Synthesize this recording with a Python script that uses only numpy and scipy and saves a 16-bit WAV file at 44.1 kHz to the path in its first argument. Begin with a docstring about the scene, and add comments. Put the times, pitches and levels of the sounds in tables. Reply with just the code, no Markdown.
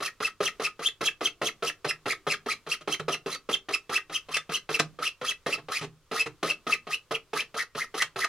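"""Over the faint hum of a small workshop, a big steel file sweeps a wooden handle held in a vise,
nearly five strokes a second. In each stroke the teeth land and chatter, speed up into a rasping
whine, then brake and lift off; the walls answer briefly. From about three seconds in, the file now
and then bumps the wood and the bench booms. Twice the steel slips off the wood and rings."""
import sys
import numpy as np
from scipy import signal
from scipy.fft import rfft, irfft, next_fast_len
from scipy.io import wavfile
from scipy.ndimage import map_coordinates

SR = 44100
rng = np.random.default_rng(int(sys.argv[2]) if len(sys.argv) > 2 else 0)


def wav_out(sig):
    """Save sig, one row per channel (or a flat mono array), as 16-bit PCM at SR to the path in sys.argv[1]."""
    wavfile.write(sys.argv[1], SR, np.round(np.clip(np.atleast_2d(sig).T, -1, 1) * 32767).astype(np.int16))


N = 365148
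T = np.arange(N) / SR

# Colour of the room tone: (frequency [Hz], relative level [dB])
ROOM_COLOUR = [(20, 1), (75, -5), (110, -10), (155, -10), (220, -19), (500, -11.5), (750, -23), (1150, -11),
               (1700, -19), (3000, -19), (7000, -25), (16000, -36)]
# File strokes; pressure 0 is an ordinary hand: (landing time [s], run-up [s], braking [s],
# top tooth rate [Hz], landing level [dB], whine level [dB], run-up pressure [dB], braking pressure [dB])
STROKES = [(.003, 0.053, 0.032, 2715, -35, -35.5, 6.5, 0), (.203, 0.05, 0.031, 2664, -32, -28.5, 5.5, 2),
           (.404, 0.058, 0.025, 3043, -28, -31.5, 5.5, 8), (.597, 0.057, 0.023, 2644, -32, -26, 3, 3.5),
           (.792, 0.078, 0.019, 3584, -36.5, -24.5, 1.5, 2),
           (1.008, 0.058, 0.023, 3467, -28.5, -29, 1.5, 8.5),
           (1.208, 0.052, 0.021, 3098, -30, -29, -2, 2.5),
           (1.415, 0.052, 0.026, 3282, -26.5, -30.5, -0.5, 3.5),
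           (1.624, 0.056, 0.024, 2815, -28.5, -30.5, 0.5, 1.5),
           (1.845, 0.053, .017, 2740, -28, -30.5, -15, 7),
           (2.057, 0.055, 0.022, 2434, -28.5, -23.5, 3, 5.5),
           (2.267, .039, 0.04, 2582, -27, -27, -0.5, 6.5), (2.46, 0.055, 0.023, 2452, -33.5, -25, 4, -5.5),
           (2.665, 0.059, 0.026, 2796, -37, -27, -2, -2), (2.875, 0.055, 0.022, 3026, -29, -30, -4, 2.5),
           (3.081, 0.051, .02, 2971, -26.5, -28.5, -6, 4.5),
           (3.26, 0.08, 0.02, 2274, -31.5, -37.5, -1.5, -7), (3.489, .049, 0.017, 3483, -30, -28.5, -1, 4),
           (3.686, 0.058, 0.018, 2673, -31, -21.5, -7, 0.5), (3.894, 0.072, .02, 2706, -32.5, -24, 7, 5.5),
           (4.096, 0.063, 0.022, 3123, -40, -24, -3, -6.5), (4.286, 0.065, .032, 2688, -39, -28.5, -2, -2),
           (4.493, 0.057, .028, 3000, -34.5, -26.5, 2.5, -4.5),
           (4.69, 0.06, .023, 2659, -29, -26.5, -1.5, -3), (4.988, 0.084, 0.021, 2942, -38, -24, 6.5, -17),
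           (5.213, 0.077, .033, 3254, -34, -31, 2.5, 3.5), (5.462, 0.072, 0.025, 2745, -26, -27, -0.5, -5),
           (5.684, .082, 0.031, 2420, -37, -27.5, 6, -7), (6.113, 0.1, 0.016, 2583, -30, -24, 5.5, -9),
           (6.428, 0.079, 0.017, 2727, -25, -24.5, 2.5, -8),
           (6.667, 0.068, 0.018, 2552, -30.5, -20, 4.5, -2),
           (6.869, 0.075, 0.013, 2704, -38.5, -23, 1, -13),
           (7.109, 0.043, .015, 2818, -28.5, -27, -7.5, -4.5),
           (7.332, 0.07, 0.024, 2582, -31, -26.5, 6.5, -6.5), (7.542, 0.061, .033, 2053, -35.5, -24, 6, -5),
           (7.749, 0.07, .028, 2047, -35.5, -28.5, 6, -10.5),
           (7.941, .069, 0.024, 2038, -32.5, -28.5, 3, 10), (8.159, 0.066, 0.027, 2052, -33, -28, 5, 12.5)]
# How the file meets the wood: (time [s], flatness [0 tilted to 1 flat])
FLATNESS = [(0, 1), (.22, 0.26), (1.6, 0.14), (2.3, 0), (2.7, .25), (6.7, 0.26), (7.35, 1), (8.2, 0.99)]
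# Resonances of handle, vise and file: (frequency [Hz], width [Hz], boost at depth 1 [dB])
RESONANCES = [(155.5, 21, 9), (235, 31, 5.5), (304.6, 41, 6.5), (390.6, 32.3, 6.5), (445.8, 81, 10.5),
              (589, 64, 3.5), (691.4, 37, 4.5), (900, 26, 2), (947, 46, -16), (1263, 162, 8),
              (1482, 91, -4), (1600, 130, -0.5), (1882, 25, 3.5), (2045, 77, 4), (2625, 81, 7.5),
              (2728, 58, 4), (3030, 81, 0), (3195, 230, 4.5), (4045, 81, 6), (5104, 106, 5),
              (6110, 410, 4.5), (10760, 1200, 4)]
# Colours of knocked wood, rasp, whine and bump scratch: (frequency [Hz], relative level [dB])
WOOD_COLOUR = [(40, -38.5), (90, -22), (125, -8.5), (250, -8), (450, -1.5), (800, -2.5), (1300, -3.5),
               (2500, -11), (4000, -14.5), (8000, -34), (16000, -46)]
RASP_COLOUR = [(100, -40.5), (500, -25), (1200, 2.5), (2200, -4), (3200, 1), (4500, 2.5), (6200, -1.5),
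               (7800, -9.5), (10500, -5), (12500, -15.5), (14500, -12), (16000, -28.5)]
WHINE_COLOUR = [(500, -13), (1300, 0.5), (2000, 1), (2700, -1), (3400, 4), (5000, 0.5), (16000, 2.5)]
SCRATCH_COLOUR = [(100, -33.5), (600, -14.5), (1300, -4.5), (2000, 0.5), (3500, -6.5), (6000, -10.5),
                  (9000, -16.5), (16000, -37)]
# Balance of the direct sound: (frequency [Hz], left minus right [dB])
BALANCE = [(100, -3.5), (1000, 0), (4000, 0), (9000, -4.5), (15000, -1)]
# Phase spread of the direct sound: (frequency [Hz], lead of the right channel [rad])
RIGHT_LEAD = [(1500, 0), (3500, .3), (5000, .8), (9000, 1), (14000, 1.8)]
# Decay of the wall echoes: (frequency [Hz], t60 [s])
WALL_DECAY = [(120, 0.47), (400, 0.14), (1200, 0.15), (3000, 0.14), (7000, 0.13), (15000, 0.092)]
# Stereo width of echoes and room tone: (frequency [Hz], side minus mid [dB])
ROOM_WIDTH = [(100, -11.5), (600, -32), (1500, -17.5), (3000, -6), (5000, -2), (12000, -0.5)]
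# The file bumps the handle: (time [s], contact length [s], knock level [dB], scratch level [dB])
BUMPS = [(2.808, 0.018, -52, -53), (2.995, 0.011, -33, -43.5), (4.366, 0.0072, -56, -26),
         (4.791, .004, -34, -28), (4.7965, .0045, -21.5, -19.5), (5.575, .022, -45.5, -73),
         (5.810, 0.04, -40.5, -43.5), (6.259, 0.015, -38, -41.5), (8.019, 0.0065, -41, -21),
         (8.243, 0.0051, -56, -27)]
# Low modes of the bench: (frequency [Hz], relative level [dB], t60 [s])
BENCH_MODES = [(125.5, -5, 0.3), (154, 3, 0.32), (166.3, -7.5, 0.31)]
# The steel rings as it slips off the wood: (time [s], frequency [Hz], level [dB])
STEEL_RINGS = [(3.345, 4550, -36), (4.372, 3530, -30)]


def amp(db):
    """Decibels to gain."""
    return 10 ** (np.asarray(db) / 20)


def unit(x):
    """x at rms 1."""
    return x / np.sqrt(np.mean(x ** 2) + 1e-20)


def along(points, hz):
    """A (frequency [Hz], value) curve read on a log axis."""
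    f, v = np.transpose(points)
    return np.interp(np.log(hz + 1), np.log(f + 1), v)


def wobble(rate):
    """A smooth random modulator, rate knots a second."""
    return unit(map_coordinates(rng.standard_normal(int(N * rate / SR) + 4), [T * rate], order=2))


def filtered(x, response):
    """x through an EQ given as a function of frequency."""
    n = x.shape[-1]
    m = next_fast_len(n + SR // 4)
    return irfft(rfft(x, m) * response(np.fft.rfftfreq(m, 1 / SR)), m)[..., :n]


def body(x, colour, band, depth=1, size=8192):
    """x rings handle, vise and file under a smooth colour, its gain scaled by the power inside band [Hz]
    averaged over the whole spectrum, so a narrower band gets a louder in-band gain."""
    hz = np.fft.rfftfreq(size, 1 / SR)
    peaks_db = sum(db / (1 + (2 * (hz - f) / width) ** 2) for f, width, db in RESONANCES)
    gain = amp(along(colour, hz) + depth * peaks_db)
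    gain /= np.sqrt(np.mean(gain ** 2 * ((hz > band[0]) & (hz < band[1]))))
    cepstrum = irfft(np.log(gain + 1e-6))
    cepstrum[1:size // 2] *= 2  # minimum phase: the ring follows the blow
    cepstrum[size // 2 + 1:] = 0
    return signal.oaconvolve(x, irfft(np.exp(rfft(cepstrum))))[:N]


def swell(times, levels_db, rise, fall):
    """Envelope through breakpoints, a row per event; fades in from the first and out after the last."""
    gain = np.zeros(N)
    for corners, db in zip(times, levels_db):
        start, end = corners[0], corners[-1] + fall
        i, j = np.searchsorted(T, [start, end])
        t = T[i:j]
        fades = np.clip((t - start) / rise, 0, 1) * np.clip((end - t) / fall, 0, 1)
        gain[i:j] += amp(np.interp(t, corners, db)) * fades
    return gain


def snaps(rate, spread_db):
    """Crackle: irregular impulses of uneven size, rms 1."""
    clicks = (rng.random(N) < rate / SR) * rng.choice([-1, 1], N)
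    return unit(clicks * amp(spread_db * np.clip(rng.standard_normal(N), -2, 2)))


def room_tone(level_db=-64, hum_db=-77, drift_db=1.0):
    """A faint bed of rumble and hiss with a trace of mains hum."""
    mid, side = filtered(rng.standard_normal((2, N)), lambda hz: amp(along(ROOM_COLOUR, hz)))
    side = filtered(side, lambda hz: amp(along(ROOM_WIDTH, hz)))
    drift = amp(drift_db * wobble(7))
    hum = amp(hum_db) * np.sqrt(2) * np.sin(2 * np.pi * 100 * T)
    return amp(level_db) * drift * unit(np.array([mid + side, mid - side])) + hum


def tooth_rate(start_hz=420, push=2.6, braking=.45):
    """Teeth a second: the arm speeds up from the landing, then brakes ever harder."""
    hz = np.full(N, float(start_hz))
    for land, run_up, run_down, top_hz, *_ in STROKES:
        i, j = np.searchsorted(T, [land, land + run_up + run_down + .03])
        up = np.clip((T[i:j] - land) / run_up, 0, 1)
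        down = np.clip((T[i:j] - land - run_up) / run_down, 0, 1.08)
        climb_hz = start_hz + (top_hz - start_hz) * np.sin(np.pi / 2 * up) ** push
        hz[i:j] = climb_hz * (1 - braking * down ** 2)
    return hz


def stroke_cues():
    """Times [s] in each stroke: landing, half run-up, nearly top speed, top speed, half braked, lift."""
    land, run_up, run_down = np.transpose(STROKES)[:3]
    top = land + run_up
    return land, land + run_up / 2, top - run_up / 4, top, top + run_down / 2, top + run_down


def chatter():
    """The file touches down, bounces on the wood, then settles as it gains speed."""
    land, half, _, _, _, lift = stroke_cues()
    land_db = np.transpose(STROKES)[4]
    press = swell(np.c_[land, land + .005, land + .013, land + .026, half + .008, lift],
                  land_db[:, None] + [0, 4, -1.5, -4, -16, -15.5], rise=0.0003, fall=0.006)
    catches = 0.69 * snaps(2200, 3.2) + .5 * rng.standard_normal(N)
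    return body(press * catches, WOOD_COLOUR, (150, 1500))


def rasp(tooth_phase, grain, tooth_depth=0.38, usual_landing_db=-31):
    """Fibres tear in clumps as each tooth passes; a harder or flatter landing bites deeper."""
    land, half, _, top, easing, lift = stroke_cues()
    land_db, _, push_db, follow_db = np.transpose(STROKES)[4:]
    flatness = np.interp(land, *np.transpose(FLATNESS))
    bite_db = -48.5 + 1.46 * (land_db - usual_landing_db) + 5.5 * flatness
    scrape_db = -39 + 0.95 * push_db
    top_db = -36.5 + 0.13 * follow_db
    cut = swell(np.c_[land, land + .009, land + .017, half, top, easing, lift],
                np.c_[bite_db, bite_db + 1, bite_db - 3, scrape_db - 1.5,
                      top_db, top_db - 2.5, top_db - 10], rise=0.0055, fall=0.0027)
    teeth = unit(1 + tooth_depth * np.cos(tooth_phase))
    fibres = 0.76 * snaps(3500, 2.4) + .5 * rng.standard_normal(N)
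    return body(cut * teeth * fibres * grain, RASP_COLOUR, (3700, 14000))


def frayed(phase, roughness):
    """A tone with rough edges: no two teeth bite alike."""
    fluttering = np.sin(phase) * (1 + roughness * wobble(900))
    return unit(fluttering + roughness * wobble(900) * np.cos(phase))


def whine(tooth_phase, skid, grain, roughness=0.93):
    """Evenly spaced teeth sing a gliding note, louder under pressure; a tilted file squeals on top."""
    land, half, near_top, top, easing, lift = stroke_cues()
    _, run_up, run_down, _, _, whine_db, push_db, follow_db = np.transpose(STROKES)
    rise_db, brake_db = -39 + 1.4 * push_db, -34.5 + follow_db
    sing = swell(np.c_[land + .01, half, near_top, top - run_up / 12,
                       top + run_down / 4, easing + run_down / 8, lift],
                 np.c_[rise_db - 12, rise_db - 3, (rise_db + whine_db) / 2 - 8.5, whine_db - 1,
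                       whine_db - 1, brake_db, brake_db - 6], rise=.004, fall=0.0074)
    note = frayed(0.99 * tooth_phase, roughness * skid)
    flicker = unit(amp(1.92 * wobble(280)))
    overtones = (frayed(2 * tooth_phase, 0.17) + 0.41 * frayed(3 * tooth_phase, 0.77)
                 + 0.24 * frayed(4 * tooth_phase, 1.0))
    squeal_db = -35.3 - 18 * np.interp(land, *np.transpose(FLATNESS))
    squeal = swell(np.c_[half, near_top, top, easing, lift],
                   squeal_db[:, None] + [-10.5, -2, 3.5, -4, -5.5], rise=.004, fall=0.00597)
    tone = sing * note * flicker + squeal * overtones * grain
    return body(tone, WHINE_COLOUR, (0, SR), depth=1.63)


def filing(jitter=0.1254, grain_db=2.5):
    """Slow teeth catch and chatter; fast ones cut in step, as a rasp and a whine."""
    land, half, near_top, top, _, lift = stroke_cues()
    # the file skids unevenly until the teeth find their groove near top speed
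    skid = swell(np.c_[land, half, near_top, top, lift],
                 np.tile([0, 0, -4, -10, -2], (len(land), 1)), rise=0.0013, fall=0.00987)
    tooth_hz = tooth_rate() * (1 + jitter * skid * wobble(450))
    tooth_phase = 2 * np.pi * np.cumsum(tooth_hz) / SR
    landings = amp(0.03) * chatter()
    grain = unit(amp(grain_db * wobble(230)))  # hard and soft wood under the file
    return landings + amp(-1.13) * rasp(tooth_phase, grain) + amp(0.1) * whine(tooth_phase, skid, grain)


def wall_echoes(x, wet_db=-9.0, scatter_db=-4.5, onset_s=0.0017, scatter_t60=0.035, patterns=9):
    """Wall echoes and scatter off the vise; the pattern shifts with each stroke as the arms move."""
    tails = []
    for _ in range(patterns):
        # three noise tails: wall mid, wall side, vise scatter
        hz, t, spectra = signal.stft(rng.standard_normal((3, SR // 3)), SR, nperseg=128)
        build_up = 1 - np.exp(-(t / onset_s) ** 2)
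        spectra[:2] *= amp(-60 * t / along(WALL_DECAY, hz)[:, None]) * build_up
        spectra[2] *= amp(-60 * t / scatter_t60)
        spectra /= np.linalg.norm(signal.istft(spectra, SR, nperseg=128)[1], axis=1)[:, None, None]
        spectra[1:] *= amp(along(ROOM_WIDTH, hz))[:, None]  # widest in the treble
        mid, side, scatter = signal.istft(spectra, SR, nperseg=128)[1]
        spread = amp(wet_db) * side + amp(scatter_db) * scatter
        tails.append(amp(wet_db) * mid + np.outer([1, -1], spread))
    starts = np.round(np.transpose(STROKES)[0] * SR).astype(int)
    echo = np.zeros((2, N + SR))
    for k, (i, j) in enumerate(zip(starts, np.r_[starts[1:], N])):
        answer = signal.fftconvolve(x[None, i:j], tails[k % patterns], axes=1)
        echo[:, i:i + answer.shape[1]] += answer
    return echo[:, :N]


def bumps(fade_s=0.0081):
    """The file scuffs the handle: a woody knock under a scratch of teeth."""
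    start, length, knock_db, scratch_db = np.transpose(BUMPS)
    corners = np.c_[start, start + length, start + length + fade_s]
    shape_db = [2.5, 0, -14]
    knock = swell(corners, knock_db[:, None] + shape_db, rise=0.0029, fall=.01) * snaps(7000, 1.1)
    scratch = swell(corners, scratch_db[:, None] + shape_db, rise=0.0021, fall=0.0044) * snaps(9000, 2.9)
    return body(knock, WOOD_COLOUR, (200, 900)) + body(scratch, SCRATCH_COLOUR, (1000, 8000))


def bench_boom(swing_per_s=32, attack_s=0.011):
    """The bench takes up each bump's whole push: a harder or longer contact booms louder."""
    start, length, knock_db, _ = np.transpose(BUMPS)
    blows, t = np.zeros(N), T[:SR // 2]
    blows[np.round(start * SR).astype(int)] = swing_per_s * length * amp(knock_db)
    modes = sum(amp(db - 60 * t / t60) * np.sin(2 * np.pi * hz * t) for hz, db, t60 in BENCH_MODES)
    return signal.oaconvolve(blows, modes * (1 - np.exp(-t / attack_s)))[:N]


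def steel_ring(t60=0.099, attack_s=0.0027):
    """The freed file rings briefly until the hands damp it."""
    out, t = np.zeros(N), T[:SR // 4]
    for start, hz, db in STEEL_RINGS:
        envelope = amp(db - 60 * t / t60) * (1 - np.exp(-t / attack_s))
        out[round(start * SR):][:len(t)] += envelope * np.sin(2 * np.pi * hz * t)
    return out


def scene():
    """The work leans a little right, its treble spread in phase, over wall echoes and room tone."""
    work = filing() + bumps() + bench_boom() + steel_ring()
    sides = np.array([[.5], [-.5]])  # left, right
    placement = lambda hz: amp(sides * along(BALANCE, hz)) * np.exp(-1j * sides * along(RIGHT_LEAD, hz))
    return filtered(work, placement) + wall_echoes(work) + room_tone()


def record(dry, top_hz=15900):
    """A brick-wall high cut on the whole mix."""
    return filtered(dry, lambda hz: hz < top_hz)


dry = scene()
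out = record(dry)
wav_out(out)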